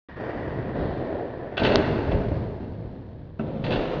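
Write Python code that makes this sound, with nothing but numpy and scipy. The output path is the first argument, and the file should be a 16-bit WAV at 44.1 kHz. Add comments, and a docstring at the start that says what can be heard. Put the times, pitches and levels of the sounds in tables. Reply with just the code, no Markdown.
"""Skateboard wheels roar down a bank and over concrete in a large hall. The board clacks over a steel
ramp plate, thumps onto a hollow wooden ledge, rumbles along it and drops off over a second plate.
The roar is countless small bumps, coloured by each surface. Blows are bursts of noise that hang in
the hall's long echo, while the plate, the trucks and the plywood box ring at their own modes."""
import sys
import numpy as np
from scipy import signal
from scipy.fft import rfft, irfft, next_fast_len
from scipy.io import wavfile
from scipy.ndimage import map_coordinates

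SR = 44100
rng = np.random.default_rng(int(sys.argv[2]) if len(sys.argv) > 2 else 0)


def to_wav(sig):
    """Store sig (one row per channel, or 1-D mono) as 16-bit WAV at the path in sys.argv[1].

    Samples outside -1..1 are clipped; the rate is SR.
    """
    pcm = np.clip(np.atleast_2d(sig), -1, 1) * 32767
    pcm = np.round(pcm).astype(np.int16)
    wavfile.write(sys.argv[1], SR, pcm.T)  # frames by channels


N = 176400


def amp(db):
    """Decibels to gain."""
    return 10 ** (np.asarray(db) / 20)


def unit(x):
    """Scale to rms 1."""
    return x / np.sqrt(np.mean(x ** 2) + 1e-20)


def along(points, hz):
    """Read a curve of (Hz, value) points on a log frequency axis."""
    freqs, values = np.transpose(points)
    return np.interp(np.log(hz + 1), np.log(freqs + 1), values)


def curves(rows):
    """Automation: one value per sample for each column after the time."""
    times, *columns = np.transpose(rows)
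    return [np.interp(np.arange(N) / SR, times, column) for column in columns]


def wobble(knots_per_s):
    """A smooth random curve."""
    return map_coordinates(rng.standard_normal(2048), [np.arange(N) * knots_per_s / SR], mode="wrap")


def filtered(x, response):
    """Equalise x with a gain given as a function of Hz."""
    size = next_fast_len(len(x) + 8192)
    return irfft(rfft(x, size) * response(np.fft.rfftfreq(size, 1 / SR)), size)[:len(x)]


def add(track, start_s, x):
    """Mix x into the track."""
    i = round(start_s * SR)
    track[i:i + len(x)] += x[:N - i]


def envelope(t, t60, attack_s):
    """A quick rise and an exponential decay of 60 dB in t60 seconds."""
    return (1 - np.exp(-t / attack_s)) * np.exp(-np.log(1000) * t / t60)


def burst(colour, t60, attack_s):
    """A blow: densely packed resonances of one colour, dying together."""
    t = np.arange(SR // 3) / SR
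    noise = filtered(rng.standard_normal(len(t)), lambda hz: amp(along(colour, hz)))
    return unit(noise) * envelope(t, t60, attack_s)


def ring(modes, length_s, scatter_db=2):
    """Decaying modes, struck a little differently each time."""
    t = np.arange(int(length_s * SR)) / SR
    hz, db, t60 = np.transpose(modes)[:, :, None]
    phase = 2 * np.pi * rng.random(hz.shape)
    gain = amp(db + scatter_db * rng.standard_normal(hz.shape))
    return (gain * envelope(t, t60, attack_s=.001) * np.sin(2 * np.pi * hz * t + phase)).sum(0)


def narrow_noise(centre_hz, width_hz):
    """Noise in one resonance, whose centre may move."""
    lowpass = lambda hz: 1 / (1 + (2 * hz / width_hz) ** 4)
    in_phase = unit(filtered(rng.standard_normal(N), lowpass))
    quadrature = unit(filtered(rng.standard_normal(N), lowpass))
    phase = 2 * np.pi * np.cumsum(centre_hz * np.ones(N)) / SR
    return in_phase * np.cos(phase) + quadrature * np.sin(phase)


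# The hall's reverb time. Each row: frequency in Hz, t60 in seconds.
HALL_DECAY = [(60, 0.85), (250, 1.33), (1000, 2.07), (2000, 1.7), (4000, 0.96), (7000, 1.12)]


def in_hall(x, echo_db):
    """x followed by the hall's tail, a new one for each place of the board."""
    hz, t, spectrum = signal.stft(rng.standard_normal(2 * SR), SR, nperseg=256)
    decay = envelope(t, along(HALL_DECAY, hz)[:, None], attack_s=0.0057)
    tail = signal.istft(spectrum * decay, SR, nperseg=256)[1]
    response = amp(echo_db) * tail / np.linalg.norm(tail)
    response[0] += 1  # the direct sound
    return signal.fftconvolve(x, response)


# The wheels' thin whirr. Each row: time in seconds, level in dB, centre in Hz.
WHIRR = [(.085, -48, 1830), (.16, -53, 1830), (.3, -50, 1900), (.6, -52, 1870), (.8, -56, 1950),
         (1.1, -54, 1830), (1.57, -57, 1760), (1.7, -82, 1760)]
# Their rasp on reaching the flat concrete. 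Each row: time in seconds, level in dB.
RASP = [(.7, -68.5), (.78, -58), (.86, -57), (1.05, -62), (1.5, -70), (1.6, -80)]


def whirr_and_rasp():
    """The spinning wheels whirr, and rasp on the rough floor."""
    whirr_db, whirr_hz = curves(WHIRR)
    rasp_db, = curves(RASP)
    whirr = amp(whirr_db) * narrow_noise(whirr_hz, width_hz=210)
    rasp = amp(rasp_db) * narrow_noise(centre_hz=3580, width_hz=1700)
    return whirr + rasp


# Fader moves for the roar on the concrete, the ledge and the floor beyond.
# Each row: time in seconds, then the levels of deep rumble, bass, middle and treble in dB.
CONCRETE_LEVELS = [(.085, -45, -48.5, -45, -48), (.16, -46, -44, -52.5, -51.5),
                   (.175, -47, -39, -36, -43.5), (.3, -46.5, -43, -33, -41.5),
                   (.46, -48.5, -33.5, -35.5, -43.5), (.735, -47.5, -34.5, -35, -46.5),
                   (.79, -36, -28, -28.5, -42), (.95, -45.5, -35, -31.5, -45),
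                   (1.2, -46, -40.5, -29.5, -46.5), (1.36, -55, -41, -36.5, -51),
                   (1.58, -58, -42, -36.5, -48), (1.8, -65, -61, -50, -57)]
LEDGE_LEVELS = [(1.6, -42, -33.5, -29.5, -63), (1.72, -35, -35, -22, -38.5),
                (1.9, -44.5, -27, -28.5, -40.5), (2.05, -45, -33.5, -31.5, -44),
                (2.14, -28.5, -24.5, -29, -44.5), (2.28, -40.5, -31.5, -34, -48),
                (2.44, -42, -31, -36, -50.5), (2.5, -47, -35, -38.5, -54), (2.9, -47, -39, -43.5, -59.5),
                (3.39, -49.5, -43, -52, -65.5), (3.6, -59.5, -40, -56, -70)]
FAR_FLOOR_LEVELS = [(3.392, -41.5, -40, -41, -49), (3.42, -49, -35.5, -38, -54.5),
                    (3.63, -43, -29.5, -38, -53.5), (3.72, -37.5, -27.5, -26.5, -46),
                    (3.83, -35, -36.5, -26.5, -41), (3.89, -45.5, -35.5, -31, -44),
                    (3.94, -46, -39.5, -29, -41.5), (4, -48, -33, -30.5, -47)]
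# Each surface's tone within those bands. Each row: frequency in Hz, relative level in dB.
CONCRETE_COLOUR = [(15, -44), (25, -6), (37, -13.5), (69, 0.5), (119, 4.5), (209, -0.5), (351, 3), (575, 0),
                   (678, -1), (819, -10.5), (1010, -13.5), (1250, -21), (1780, -18.5), (2150, -27.5),
                   (3620, -39), (4070, -50), (4470, -41.5), (6520, -62.5), (7000, -71.5), (9100, -101),
                   (15400, -120)]
LEDGE_COLOUR = [(15, -42.5), (25, -10.5), (64, -5.5), (98, 1.5), (173, -3.5), (297, -9.5), (367, -10),
                (476, -12), (523, -15), (632, -16), (800, -24.5), (879, -25), (1340, -39), (1620, -35.5),
                (2370, -45), (4370, -50), (7000, -75), (9100, -105), (15400, -120)]
FAR_FLOOR_COLOUR = [(15, -33), (25, -5), (48, -8), (76, -9), (130, -0.5), (297, -3), (342, -1), (423, -4),
                    (523, 2), (819, -12), (1040, -17.5), (1310, -20.5), (1590, -26), (3700, -30),
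                    (7000, -59.5), (9100, -85), (15400, -120)]
BAND_EDGES_HZ = [60, 250, 950]
BUMPS_PER_S, JUDDER_PER_S, JUDDER_DB = 900, 34, 0.12


def rolling(levels, colour, grit=0.71):
    """Wheels hit countless small bumps; the surface colours them and the board judders very slightly."""
    def bands(hz):
        lowpasses = [1 / (1 + (hz / edge) ** 8) for edge in BAND_EDGES_HZ]
        return np.diff(lowpasses, axis=0, prepend=0, append=1)

    bumps = unit((rng.random(N) < BUMPS_PER_S / SR) * rng.standard_normal(N))
    drive = grit * bumps + rng.standard_normal(N)
    roar = np.zeros(N)
    for k, db in enumerate(curves(levels)):
        band = filtered(drive, lambda hz: bands(hz)[k] * amp(along(colour, hz)))
        roar += amp(db) * unit(band)
    start, end = levels[0][0], levels[-1][0]
    contact, = curves([(start - .003, 0), (start, 1), (end, 1), (end + .1, 0)])
    return roar * contact * amp(JUDDER_DB * wobble(JUDDER_PER_S))


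# The deck's modes. Each row: pitch in Hz, relative level in dB, t60 in seconds.
DECK_MODES = [(227, 5.5, 0.24), (1337, -1.5, 0.043), (1510, -2.5, 0.032), (2600, -16, .05),
              (2750, -16, .06)]


def deck_clonk(start_s=3.395, gain_db=-29):
    """The deck rings briefly as its wheels drop off the ledge."""
    out = np.zeros(N)
    add(out, start_s, amp(gain_db) * in_hall(ring(DECK_MODES, length_s=.5), echo_db=-9.5))
    return out


# The rider's weight pressing on the hollow box. Each row: start in seconds, level in dB, pitch in Hz.
THUDS = [(2.083, -24, 84), (2.14, -17.5, 45), (2.314, -19, 80), (2.349, -22, 108)]


def box_thuds():
    """Each push of the wheels bends the box's top, which swings a few times."""
    out, t = np.zeros(N), np.arange(SR // 3) / SR
    for start_s, db, hz in THUDS:
        swing = np.sin(2 * np.pi * hz * t) * envelope(t, t60=.2, attack_s=0.0076)
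        add(out, start_s, amp(db) * swing)
    return out


# The body of the crack. Each row: centre in Hz, width in Hz, gain in dB.
CRACK_RESONANCES = [(1280, 850, 2.5), (3880, 2300, 0.5)]


def crack(start_s=1.7578, impulse_db=14.5, top_hz=5500):
    """One sharp dry crack at the top of the ramp: a hard impulse through two broad resonances."""
    def body(hz):
        return sum(amp(db) * (1j * hz * width / (centre ** 2 - hz ** 2 + 1j * hz * width)) ** 2
                   for centre, width, db in CRACK_RESONANCES)

    impulse = np.zeros(N)
    add(impulse, start_s, amp([impulse_db]))
    lowpass = signal.butter(6, top_hz, fs=SR, output="sos")
    return signal.sosfilt(lowpass, filtered(impulse, body))


# Hits on wood. Each row: start in seconds, level in dB, t60 in seconds, boom relative to the hit in dB.
KNOCKS = [(1.616, -16, 0.089, -6), (1.65, -20.5, 0.087, -14), (1.671, -14.5, .1, -7.5),
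          (1.702, -17.5, 0.14, -9), (1.722, -19, 0.073, -11), (1.742, -16.5, 0.12, -4.5),
          (2.078, -22, .08, -3), (2.112, -17, 0.11, -5.5), (2.138, -22, 0.11, 2), (2.315, -25, 0.072, 6.5),
          (3.394, -25.5, .1, -4), (3.422, -33, .08, 3), (3.645, -21, 0.068, -9), (3.709, -28.5, 0.064, -5),
          (3.759, -34, 0.054, -1.5), (3.829, -21, 0.043, -14)]
# The woody knock and the hollow boom under it. Each row: frequency in Hz, relative level in dB.
WOOD_COLOUR = [(40, -26), (110, -4), (180, 0), (250, 2), (320, -5), (400, 4), (470, -6), (630, 0),
               (790, -15.5), (900, -9), (1200, -26.5), (2500, -27.5), (7000, -76)]
BOOM_COLOUR = [(20, -17.5), (42, -4), (58, -7), (78, -1.5), (112, 0), (150, -1), (250, -16), (600, -47.5),
               (2000, -85)]
# The plywood box's own ring. Each row: pitch in Hz, relative level in dB, t60 in seconds.
BOX_MODES = [(112.4, 1.5, 0.55), (249, 2, 0.4), (385, -2, 0.73), (412.4, 0, 1.1), (539, -1.5, 1.9),
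             (614, 0, 0.75), (890, -15, .8)]


def wood_knocks(ring_db=-19.5):
    """Wheels knock on the plywood; the rider's weight makes the box boom and ring."""
    out = np.zeros(N)
    for start_s, db, t60, boom_db in KNOCKS:
        knock = burst(WOOD_COLOUR, t60, attack_s=0.0037)
        boom = amp(boom_db) * burst(BOOM_COLOUR, t60=0.13, attack_s=0.012)
        add(out, start_s, amp(db) * in_hall(knock + boom, echo_db=-2.5))
        add(out, start_s, amp(db + ring_db) * ring(BOX_MODES, length_s=0.94))
    return out


# Wheels and trucks hit steel. Each row: start in seconds, level in dB, t60 in seconds, echo send in dB.
CLACKS = [(1.57, -27, 0.038, -3), (1.577, -18, 0.03, 4.5), (1.595, -28, 0.059, 1), (1.634, -21.5, 0.068, 3),
          (1.649, -20, 0.1, -4.5), (1.664, -23, 0.077, 2), (1.719, -27.5, 0.045, -9), (2.117, -35, .04, -7),
          (2.643, -51, .012, -9), (3.64, -32, .2, -1), (3.664, -36, .08, 1), (3.706, -28, .08, 3),
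          (3.72, -29, 0.16, -2), (3.733, -32, .05, -1), (3.757, -30, .04, -15), (3.824, -39, .03, -3)]
# The bright crash of each hit. Each row: frequency in Hz, relative level in dB.
CLACK_COLOUR = [(200, -14.5), (700, 9), (1100, -1), (1500, 1.5), (1900, 1), (2250, -3), (2500, -3),
                (2700, 3.5), (3050, -5), (3700, -3), (4400, -6.5), (5000, -19.5), (5600, -27),
                (6600, -30.5), (7200, -46.5)]
# The ring of trucks and plate. Each row: pitch in Hz, relative level in dB, t60 in seconds.
TRUCK_MODES = [(1470, -7.5, .05), (2650, -3.5, 0.073), (2770, -5, 0.057), (3050, -6.5, 0.051),
               (3395, -5.5, 0.047)]
PLATE_MODES = [(1497, -2, 1.2), (1610, 1.5, 1.1), (1795, -5, 1.8), (1930, -8.5, 1.4), (2067, -3.5, 2.3),
               (2330, -10.5, 1.3), (2471, -3, 0.68), (2600, 2.5, 0.69), (2784, 1.5, 0.45),
               (2880, -2.5, 1.2), (2950, -8, 1.2), (3390, -8, 1), (3600, -9.5, 1)]


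def steel_clacks(truck_db=-1.5, plate_db=-31):
    """Each blow on steel is a bright crash, a short ring of the trucks and a faint long one of the plate."""
    out = np.zeros(N)
    for start_s, db, t60, echo_db in CLACKS:
        crash = burst(CLACK_COLOUR, t60, attack_s=.001)
        add(out, start_s, amp(db) * in_hall(crash, echo_db))
        trucks = amp(truck_db) * ring(TRUCK_MODES, length_s=1)
        plate = amp(plate_db) * ring(PLATE_MODES, length_s=1)
        add(out, start_s, amp(db) * (trucks + plate))
    return out


def scene():
    """The whole ride in mono: a bed of wheel noise with the hits on top."""
    concrete = rolling(CONCRETE_LEVELS, CONCRETE_COLOUR)
    ledge = rolling(LEDGE_LEVELS, LEDGE_COLOUR)
    far_floor = rolling(FAR_FLOOR_LEVELS, FAR_FLOOR_COLOUR)
    wheels = concrete + ledge + far_floor + whirr_and_rasp()
    return (wheels + steel_clacks() + wood_knocks() + box_thuds() + crack() + deck_clonk())[None]


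START_S, FADE_IN_S, TOP_HZ = .086, .001, 7100


def record(dry):
    """The sound cuts in abruptly, and a steep low-pass takes off the top."""
    gate = np.clip((np.arange(N) / SR - START_S) / FADE_IN_S, 0, 1)
    return filtered(dry[0] * gate, lambda hz: 1 / (1 + (hz / TOP_HZ) ** 80))[None]


dry = scene()
out = record(dry)
to_wav(out)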